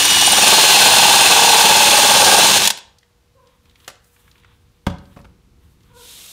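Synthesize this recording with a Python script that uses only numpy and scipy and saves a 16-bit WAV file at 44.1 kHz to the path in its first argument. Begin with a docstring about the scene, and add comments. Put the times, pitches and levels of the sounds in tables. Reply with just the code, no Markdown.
"""A hand drill boring a board with a spade bit, on the bench of a small workshop, mono microphone close by.
The motor roars and whines, the bit's two edges bite the wood in turn, its steel rings and squeals, and the
gears clack as it brakes. The drill is handled and put down, a dog barks twice far off, and a palm starts
to sweep away the sawdust. The room answers the tool and the bench; the recorder clips the loudest peaks."""
import sys
import numpy as np
from scipy import signal
from scipy.fft import rfft, irfft, next_fast_len
from scipy.io import wavfile
from scipy.ndimage import uniform_filter1d, map_coordinates

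SR = 44100
rng = np.random.default_rng(int(sys.argv[2]) if len(sys.argv) > 2 else 0)


def unload_audio(sound):
    """Save the sound as a 16-bit wav file, at the path given as the first command line argument."""
    columns = np.transpose(np.atleast_2d(sound))
    # keep every value between -1 and 1, then stretch to whole-number steps
    steps = np.round(np.clip(columns, -1, 1) * 32767)
    wavfile.write(sys.argv[1], SR, steps.astype(np.int16))


N = 278712
TIME = np.arange(N) / SR
# spectrum of fan, brushes and gears: f/Hz, level/dB
ROAR_SPECTRUM = [(590, -27.5), (1000, -3.5), (1300, -12), (1600, -5), (1950, -8.5), (2680, -3.5),
                 (2910, -3), (3570, -1), (4550, -3.5), (7700, -8), (9050, -7.5), (10700, -13), (15500, -18)]
# resonances of the board: f/Hz, width/Hz, level/dB
BOARD_MODES = [(200, 19, -9.5), (511, 230, -3.5), (876, 230, 0), (1145, 150, -2.5), (1550, 92, -3.5)]


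def amp(db):
    return 10 ** (np.asarray(db) / 20)


def unit(x):
    return x / np.sqrt(np.mean(x ** 2) + 1e-20)


def along(points, hz):
    """(Hz, value) points joined on a log axis."""
    f, v = np.transpose(points)
    return np.interp(np.log(hz + 1), np.log(f + 1), v)


def curves(rows):
    """One value per sample for each column after the time."""
    s, *cols = np.transpose(rows)
    return [np.interp(TIME, s, c) for c in cols]


def staged(values):
    """A value for each stage of the boring, joined in time."""
    # the bit touches, bites fully, starts to sink, is deep: t/s
    stages = (.38, .5, 1.5, 2.2)
    return np.interp(TIME, stages, values)


def wobble(rate):
    """A smooth random curve, rate knots a second."""
    coarse = TIME[::32]
    knots = rng.standard_normal(int(N * rate / SR) + 4)
    return np.interp(TIME, coarse, map_coordinates(knots, [coarse * rate]))


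def filtered(x, response):
    """x through a complex frequency response."""
    m = next_fast_len(N + SR // 2)
    return irfft(rfft(x, m) * response(np.fft.rfftfreq(m, 1 / SR)), m)[..., :N]


def body(modes):
    """The causal response of a set of resonances."""
    return lambda f: sum((-1) ** k * amp(db) * 1j * f * width / (hz * hz - f * f + 1j * f * width)
                         for k, (hz, width, db) in enumerate(modes))


def noise(response, grain_db=0, grain_rate=300):
    """Noise of rms 1; its drive varies in level from grain to grain."""
    return unit(filtered(amp(grain_db * wobble(grain_rate)) * rng.standard_normal(N), response))


def hiss(spectrum, **grain):
    return noise(lambda hz: amp(along(spectrum, hz)), **grain)


def burst(t60, rise):
    """A puff of noise that rises fast and dies."""
    t = TIME[:SR // 8]
    return amp(-60 * t / t60) * (1 - np.exp(-t / rise)) * rng.standard_normal(len(t))


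def drill():
    """The spindle slows under load, then brakes; the bit runs out of true and throbs once a turn."""
    # gear mesh rate: t/s, f/Hz
    speed = [(0, 2912), (.17, 2912), (.37, 2895), (.43, 2815), (.55, 2785), (.75, 2779), (.95, 2790),
             (1.13, 2779), (1.37, 2734), (1.6, 2770), (1.85, 2757), (2.09, 2725), (2.21, 2691),
             (2.33, 2693), (2.45, 2725), (2.57, 2795)]
    # by stage: roar and rumble level/dB
    roar_levels, rumble_levels = (-12, -10, -11, -10.5), (-35.5, -32, -33.5, -30)
    # by stage, for the throb and the two edges' bite: depth/dB, lead/rad
    throb_depth, throb_lead = (5, 4, 3.5, 4), (-.7, .8, .6, 1.5)
    edge_depth, edge_lead = (3.5, 3.5, 5.5, 2), (-3.1, -2.5, -1.8, -.5)
    let_go_s, stop_s, mesh_per_turn, shank_lag_rad = 2.58, 2.67, 155.5, 2.3
    braking_s = np.clip(TIME - let_go_s, 0, None)
    released = np.clip(braking_s / .0093, 0, 1)
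    running = uniform_filter1d(1. * (TIME <= stop_s), size=400)
    roar_db = staged(roar_levels) - 6.5 * released + 55 * braking_s * running
    rumble_db = staged(rumble_levels) + 1.2 * wobble(6) - 80 * braking_s
    mesh_hz = curves(speed)[0] - 2200 * braking_s * running
    turn = 2 * np.pi * np.cumsum(mesh_hz) / SR / mesh_per_turn
    mesh = turn * mesh_per_turn + 2 * np.pi * np.cumsum(4 * wobble(12)) / SR
    throb = staged(throb_depth) * np.cos(turn + staged(throb_lead))
    edges, shank = (staged(edge_depth) * np.cos(2 * turn + staged(edge_lead) + lag)
                    for lag in (0, shank_lag_rad))
    steel = .6 * (throb + shank)  # the steel answers between the bites
    return running * (amp(-5.5 * released) * wood_cut(turn, throb, edges)
                      + amp(roar_db - .7) * motor_roar(steel)
                      + amp(roar_db - 12.5) * bit_ring(turn, steel)
                      + shank_squeal(steel)
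                      + amp(-2 * released) * gear_whine(mesh, throb + edges)
                      + amp(rumble_db) * rumble(throb))


def grooves(turn, count=2400, renew_hz=3.5):
    """The edges meet nearly the same fibres on every turn; the pattern slowly wears into a new one."""
    pattern = rng.standard_normal((int(N * renew_hz / SR) + 3, count))
    position = turn / (2 * np.pi) % 1 * (count - 1)
    return unit(map_coordinates(pattern, [TIME * renew_hz, position], order=1))


def wood_cut(turn, throb, edges):
    """Fibres cut in pulses sound the board; its sharpest modes growl."""
    # the cut: t/s, board level/dB, growl level/dB
    cut_levels = [(0, -29, -35), (.13, -30, -35), (.3, -25, -31), (.48, -20.5, -22), (.84, -21, -20.5),
                  (.96, -19.5, -19.5), (1.15, -21, -20), (1.32, -18.5, -16.5), (1.44, -20.5, -17),
                  (1.58, -19, -15), (1.82, -19, -18), (2.04, -20, -20), (2.16, -17, -16.5), (2.4, -16, -16),
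                  (2.53, -22, -23), (2.58, -23, -24)]
    # f/Hz, width/Hz, level/dB
    growl_modes = [(828.7, 49, 1), (940, 60, -1)]
    board_db, growl_db = curves(cut_levels)
    fibres = .8 * grooves(turn) + .6 * rng.standard_normal(N)
    board = unit(filtered(amp(1.2 * throb + .3 * edges) * fibres, body(BOARD_MODES)))
    bite_db = staged([1.3, .8, .7, .8]) * throb + 1.1 * edges
    growl = unit(amp(.45 * edges) * filtered(amp(bite_db) * fibres, body(growl_modes)))
    return amp(board_db) * board + amp(growl_db) * growl


def motor_roar(steel):
    """Fan, brushes and gears rush, and the housing resonates."""
    # f/Hz, width/Hz, level/dB
    housing_modes = [(2630, 300, -4.5), (3610, 190, -4), (4090, 93, -8), (6200, 160, -5), (6910, 300, -4.5)]
    roar = hiss(ROAR_SPECTRUM, grain_db=.97, grain_rate=200) + amp(-8) * noise(body(housing_modes))
    return unit(amp(.15 * steel) * roar)


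def bit_ring(turn, steel):
    """The steel bit rings, chattering four times a turn."""
    # f/Hz, width/Hz, level/dB
    bit_modes = [(9020, 120, 1.5), (8600, 200, -13.5)]
    chatter_db = 3.5 * np.cos(4 * turn + .88 * wobble(11)) + 2.2 * wobble(6.6)
    return unit(amp(staged([1.4, .9, .3, .4]) * steel + chatter_db) * noise(body(bit_modes)))


def shank_squeal(steel):
    """The shank squeals in one narrow resonance while the bit cuts."""
    # f/Hz, width/Hz, level/dB
    shank_mode = [(2576, 32, 0)]
    # t/s, level/dB
    squeal_levels = [(.3, -44), (.4, -24.5), (1.9, -26.5), (2.05, -36), (2.5, -29.5)]
    squeal_db = curves(squeal_levels)[0] + 1.3 * wobble(4.3)
    return amp(squeal_db) * unit(amp(1.9 * steel) * noise(body(shank_mode)))


def gear_whine(mesh, bite):
    """Tones tied to the gear mesh; each bite chops their level and jolts their phase."""
    # each whine's multiple of the mesh rate
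    orders = (.0257, .077, .1, .4, .55, .6, 1, 1.1, 1.132, 1.26, 1.395, 1.515, 1.8, 2, 2.2, 3)
    # each whine's relative level: running light/dB, under load/dB, deep in the hole/dB
    whine_levels = [(-46, -50, -44), (-48, -43, -41), (-39, -46, -46), (-39, -40, -42), (-42, -34, -38),
                    (-34, -33, -33), (-22, -26, -30), (-32, -31, -34), (-40, -32, -31), (-28, -26, -29),
                    (-33, -40, -40), (-33, -23, -26.5), (-34, -42, -42), (-25, -40, -28.5), (-42, -37, -30),
                    (-38, -42, -42)]
    jolt = staged([.3, .8, .7, .6]) * bite
    out = np.zeros(N)
    for order, (light, load, deep) in zip(orders, whine_levels):
        db = staged([light, load, load, deep]) + 3 + .5 * jolt + 1.3 * wobble(14)
        out += amp(db) * np.sin(order * (mesh + .14 * jolt) + .24 * wobble(40))
    return out


def rumble(throb):
    """The drill's low noise, swelling once a turn."""
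    # f/Hz, level/dB
    rumble_spectrum = [(12, -51), (20, -20), (37, -15), (55, -11), (198, 1), (252, -7.5), (400, 2.5),
                       (520, -27.5), (880, -120)]
    return unit(amp(.4 * throb) * hiss(rumble_spectrum))


def room(x, stretch=1):
    """The workshop's reverberation, dying sooner in the treble."""
    # f/Hz, t60/s
    decay = [(100, 0.6), (1000, 0.48), (4000, 0.38), (8000, .3), (15000, 0.077)]
    hz, t, z = signal.stft(rng.standard_normal(SR), SR, nperseg=256)
    tail = signal.istft(z * amp(-60 * t / (stretch * along(decay, hz)[:, None])), SR, nperseg=256)[1]
    return signal.fftconvolve(np.pad(x, (300, 0)), tail / np.linalg.norm(tail))[:N]


def room_tone():
    """Still air, a low shuffle and an appliance's hum."""
    # f/Hz, relative level/dB
    air_spectrum, shuffle_spectrum, hum_tones = [(120, -32.5), (200, -12.5), (407, -18.5), (479, -8.5),
                                                 (535, -13), (1070, -13), (1650, -17), (4030, -18),
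                                                 (10000, -26), (15500, -29.5)], [(12, -32), (20, -4), (65, 1), (145, -8.5),
                                                              (182, -9.5), (278, -17), (400, -19.5),
                                                              (520, -45), (880, -120)], [(480, -70)]
    # t/s, relative level/dB
    shuffle_levels = [(2.7, -61.5), (3.65, -57), (4.2, -58), (4.35, -54), (4.94, -57), (5.21, -46),
                      (5.64, -54), (5.87, -51.5), (6.32, -58)]
    shuffle = amp(curves(shuffle_levels)[0] + .5) * hiss(shuffle_spectrum, grain_db=1.5, grain_rate=12)
    hum = sum(amp(db + 2 + 1.5 * wobble(8)) * np.sin(2 * np.pi * hz * TIME) for hz, db in hum_tones)
    return amp(-65.5) * hiss(air_spectrum) + hum + shuffle


def gear_clacks():
    """The braking gears slam across their slack and sound through the housing and the board."""
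    # t/s, relative level/dB
    slams = [(2.651, -3.5), (2.673, 4.5), (2.691, -11.5), (2.702, -0.5), (2.772, -22.5), (2.784, -26.5)]
    hits = np.zeros(N)
    for s, db in slams:
        hits[round(s * SR):][:SR // 8] += amp(db + 10) * burst(t60=.028, rise=.0033)
    housing = filtered(hits, lambda hz: amp(along(ROAR_SPECTRUM, hz)))
    return housing + amp(-9) * filtered(hits, body(BOARD_MODES))


def handling_ticks():
    """Tool, cable and fingers touch: each a tiny puff through a broad resonance."""
    # t/s, relative level/dB, centre f/Hz
    contacts = [(2.984, -40, 5260), (3.029, -41, 2205), (3.471, -41, 4020), (3.655, -43.5, 3110),
                (3.696, -41.5, 3350), (3.711, -46, 3330), (3.756, -37, 2340), (3.801, -40, 3360),
                (3.845, -37.5, 3510), (3.954, -41, 3780), (4.043, -43, 7800), (4.163, -41, 2110),
                (4.278, -40.5, 1910), (4.313, -38.5, 3560), (4.355, -41.5, 2010), (4.38, -45, 2950),
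                (4.398, -47, 3280), (4.434, -40, 2090), (4.446, -36, 1520), (4.984, -36.5, 4500),
                (5.054, -44, 3500), (5.189, -35.5, 1178), (5.214, -43, 4200), (5.251, -35, 1300),
                (5.806, -47.5, 2816), (5.833, -45.5, 3700)]
    out = np.zeros(N + SR)
    for s, db, hz in contacts:
        puff = signal.lfilter(*signal.iirpeak(hz, 1.6, SR), burst(t60=.025, rise=.0009))
        puff = signal.lfilter(*signal.iirpeak(hz, .55, SR), puff)
        out[round(s * SR):][:SR // 8] += amp(db - 3.5) * puff / np.abs(puff).max()
    return out[:N]


def distant_dog():
    """Three hoarse partials that swell, sag in pitch and fade, blurred by echo."""
    # t/s, length/s, pitch f/Hz, level/dB, third partial/dB
    barks = [(3.347, 0.14, 509.4, -48.5, -22), (5.896, .17, 482, -45, -10)]
    sag_hz, swell_db, second_db = 20, 14, -8
    out = np.zeros(N)
    for s, length, hz, db, third_db in barks:
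        progress = (TIME - s) / length
        swell = np.interp(progress, [0, .45, 1], [0, 1, 0])
        pitch_hz = hz - sag_hz * np.clip(progress - .5, -1, 1)
        phase = 2 * np.pi * np.cumsum(pitch_hz) / SR + .9 * wobble(70)
        voice = sum(amp(level + 3.8 * wobble(50)) * np.sin(k * phase)
                    for k, level in enumerate((0, second_db, third_db), 1))
        out += np.clip(swell * 10, 0, 1) * amp(db - swell_db * (1 - swell)) * voice
    return out + amp(-5) * room(out, stretch=1.3)


def hands():
    """Bench scuffs and sleeve rustle swell with each move; the palm lands on the dust and speeds up."""
    # middle t/s, half length/s, scuff level/dB, sleeve level/dB
    moves = [(3.5, .08, -64, -72.5), (3.68, .05, -66, -68), (3.84, .06, -57, -59), (4.1, .08, -70, -62.5),
             (4.25, .08, -62, -61), (4.37, .05, -64, -72), (4.487, .09, -60, -73.5), (4.72, 0.14, -73, -75),
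             (5.14, .11, -66, -64), (5.69, 0.086, -69, -67.5), (5.898, .08, -63.5, -68.5)]
    # f/Hz, level/dB
    scuff_spectrum, sleeve_spectrum, dust_spectrum = [(500, -39.5), (900, 3.5), (2000, -3), (3800, 0),
                                                      (5000, -27), (8000, -39.5)], [(2500, -42), (4500, -9.5),
                                                                     (8000, -2.5), (12000, -2.5),
                                                                     (15500, -4)], [(200, -13.5),
                                                                                    (900, -14.5),
                                                                                    (1750, -12.5),
                                                                                    (2900, -5.5),
                                                                                    (3700, 0.5), (4600, -7),
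                                                                                    (8000, -6), (12700, -9),
                                                                                    (15500, -16)]
    scuff, sleeve = np.zeros((2, N))
    for s, half, scuff_db, sleeve_db in moves:
        swell = np.exp(-((TIME - s) / half) ** 2)
        scuff += amp(scuff_db) * swell
        sleeve += amp(sleeve_db) * swell
    scuff *= hiss(scuff_spectrum, grain_db=2, grain_rate=25)
    sleeve *= hiss(sleeve_spectrum, grain_db=2.5, grain_rate=40)
    sweeping_s = np.clip(TIME - 5.934, 0, None)
    palm_db = -40.5 - 23.5 * np.exp(-sweeping_s / .054)
    palm = (sweeping_s > 0) * amp(palm_db) * hiss(dust_spectrum, grain_db=1, grain_rate=480)
    return scuff + sleeve + palm


def bench_knocks():
    """A crack, each blow with its own brightness; the bench top rings just after, differently at every blow."""
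    # t/s, crack level/dB, thud level/dB, crack cutoff f/Hz
    blows = [(3.878, -12.5, -56, 9200), (3.899, -27.5, -57, 5080), (3.914, -39, -62, 2500),
             (4.8657, -7, -12, 1199), (4.9, -25, -29, 1490), (4.939, -36, -35, 900),
             (5.163, -34.5, -33.5, 600), (5.17, -32, -41, 700), (5.2, -41, -42.5, 900),
             (5.245, -33.5, -43.5, 903)]
    # f/Hz, level/dB, t60/s
    bench_modes = [(88, -3.5, 0.19), (123, -6, 0.073), (186, -1, 0.068), (255, -6, 0.039), (555, -8, 0.061),
                   (722, -13, 0.07), (920, -10, 0.048), (1114, -15.5, 0.053)]
    # f/Hz, level/dB
    crack_spectrum = [(200, -18), (400, -1.5), (1200, -0.5), (3000, -3.5), (8000, -7.5), (15500, -9.5)]
    thud, crack = np.zeros((2, N + SR))
    t = TIME[:SR // 2]
    for s, crack_db, thud_db, cutoff_hz in blows:
        ring = sum(amp(db + rng.normal(0, 2) - 60 * t / t60) * np.sin(2 * np.pi * hz * t)
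                   for hz, db, t60 in bench_modes)
        thud[round((s + .004) * SR):][:len(t)] += amp(thud_db) * ring
        puff = signal.lfilter(*signal.butter(1, cutoff_hz, fs=SR), burst(t60=.047, rise=.0008))
        crack[round(s * SR):][:SR // 8] += amp(crack_db) * puff / np.abs(puff).max()
    return thud[:N] + filtered(crack[:N], lambda hz: amp(along(crack_spectrum, hz)))


def scene():
    """Tool and bench close up with a little room, the dog far off; both channels alike."""
    tool = drill() + gear_clacks()
    bench = bench_knocks() + handling_ticks()
    reverb = amp(-16.5) * room(tool) + amp(-12.5) * room(bench)
    mono = tool + bench + reverb + distant_dog() + hands() + room_tone()
    return np.array([mono, mono])


def record(dry):
    """The microphone drops the deepest bass; the recorder flattens peaks and cuts the top treble."""
    top_hz, edge_hz = 15660, 25
    heard = signal.sosfilt(signal.butter(2, 45, "high", fs=SR, output="sos"), dry)
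    flat = heard / (1 + np.abs(heard / .98) ** 8) ** (1 / 8)
    return np.clip(filtered(flat, lambda hz: .5 - .5 * np.tanh((hz - top_hz) / edge_hz)), -1, 1)


dry = scene()
out = record(dry)
unload_audio(out)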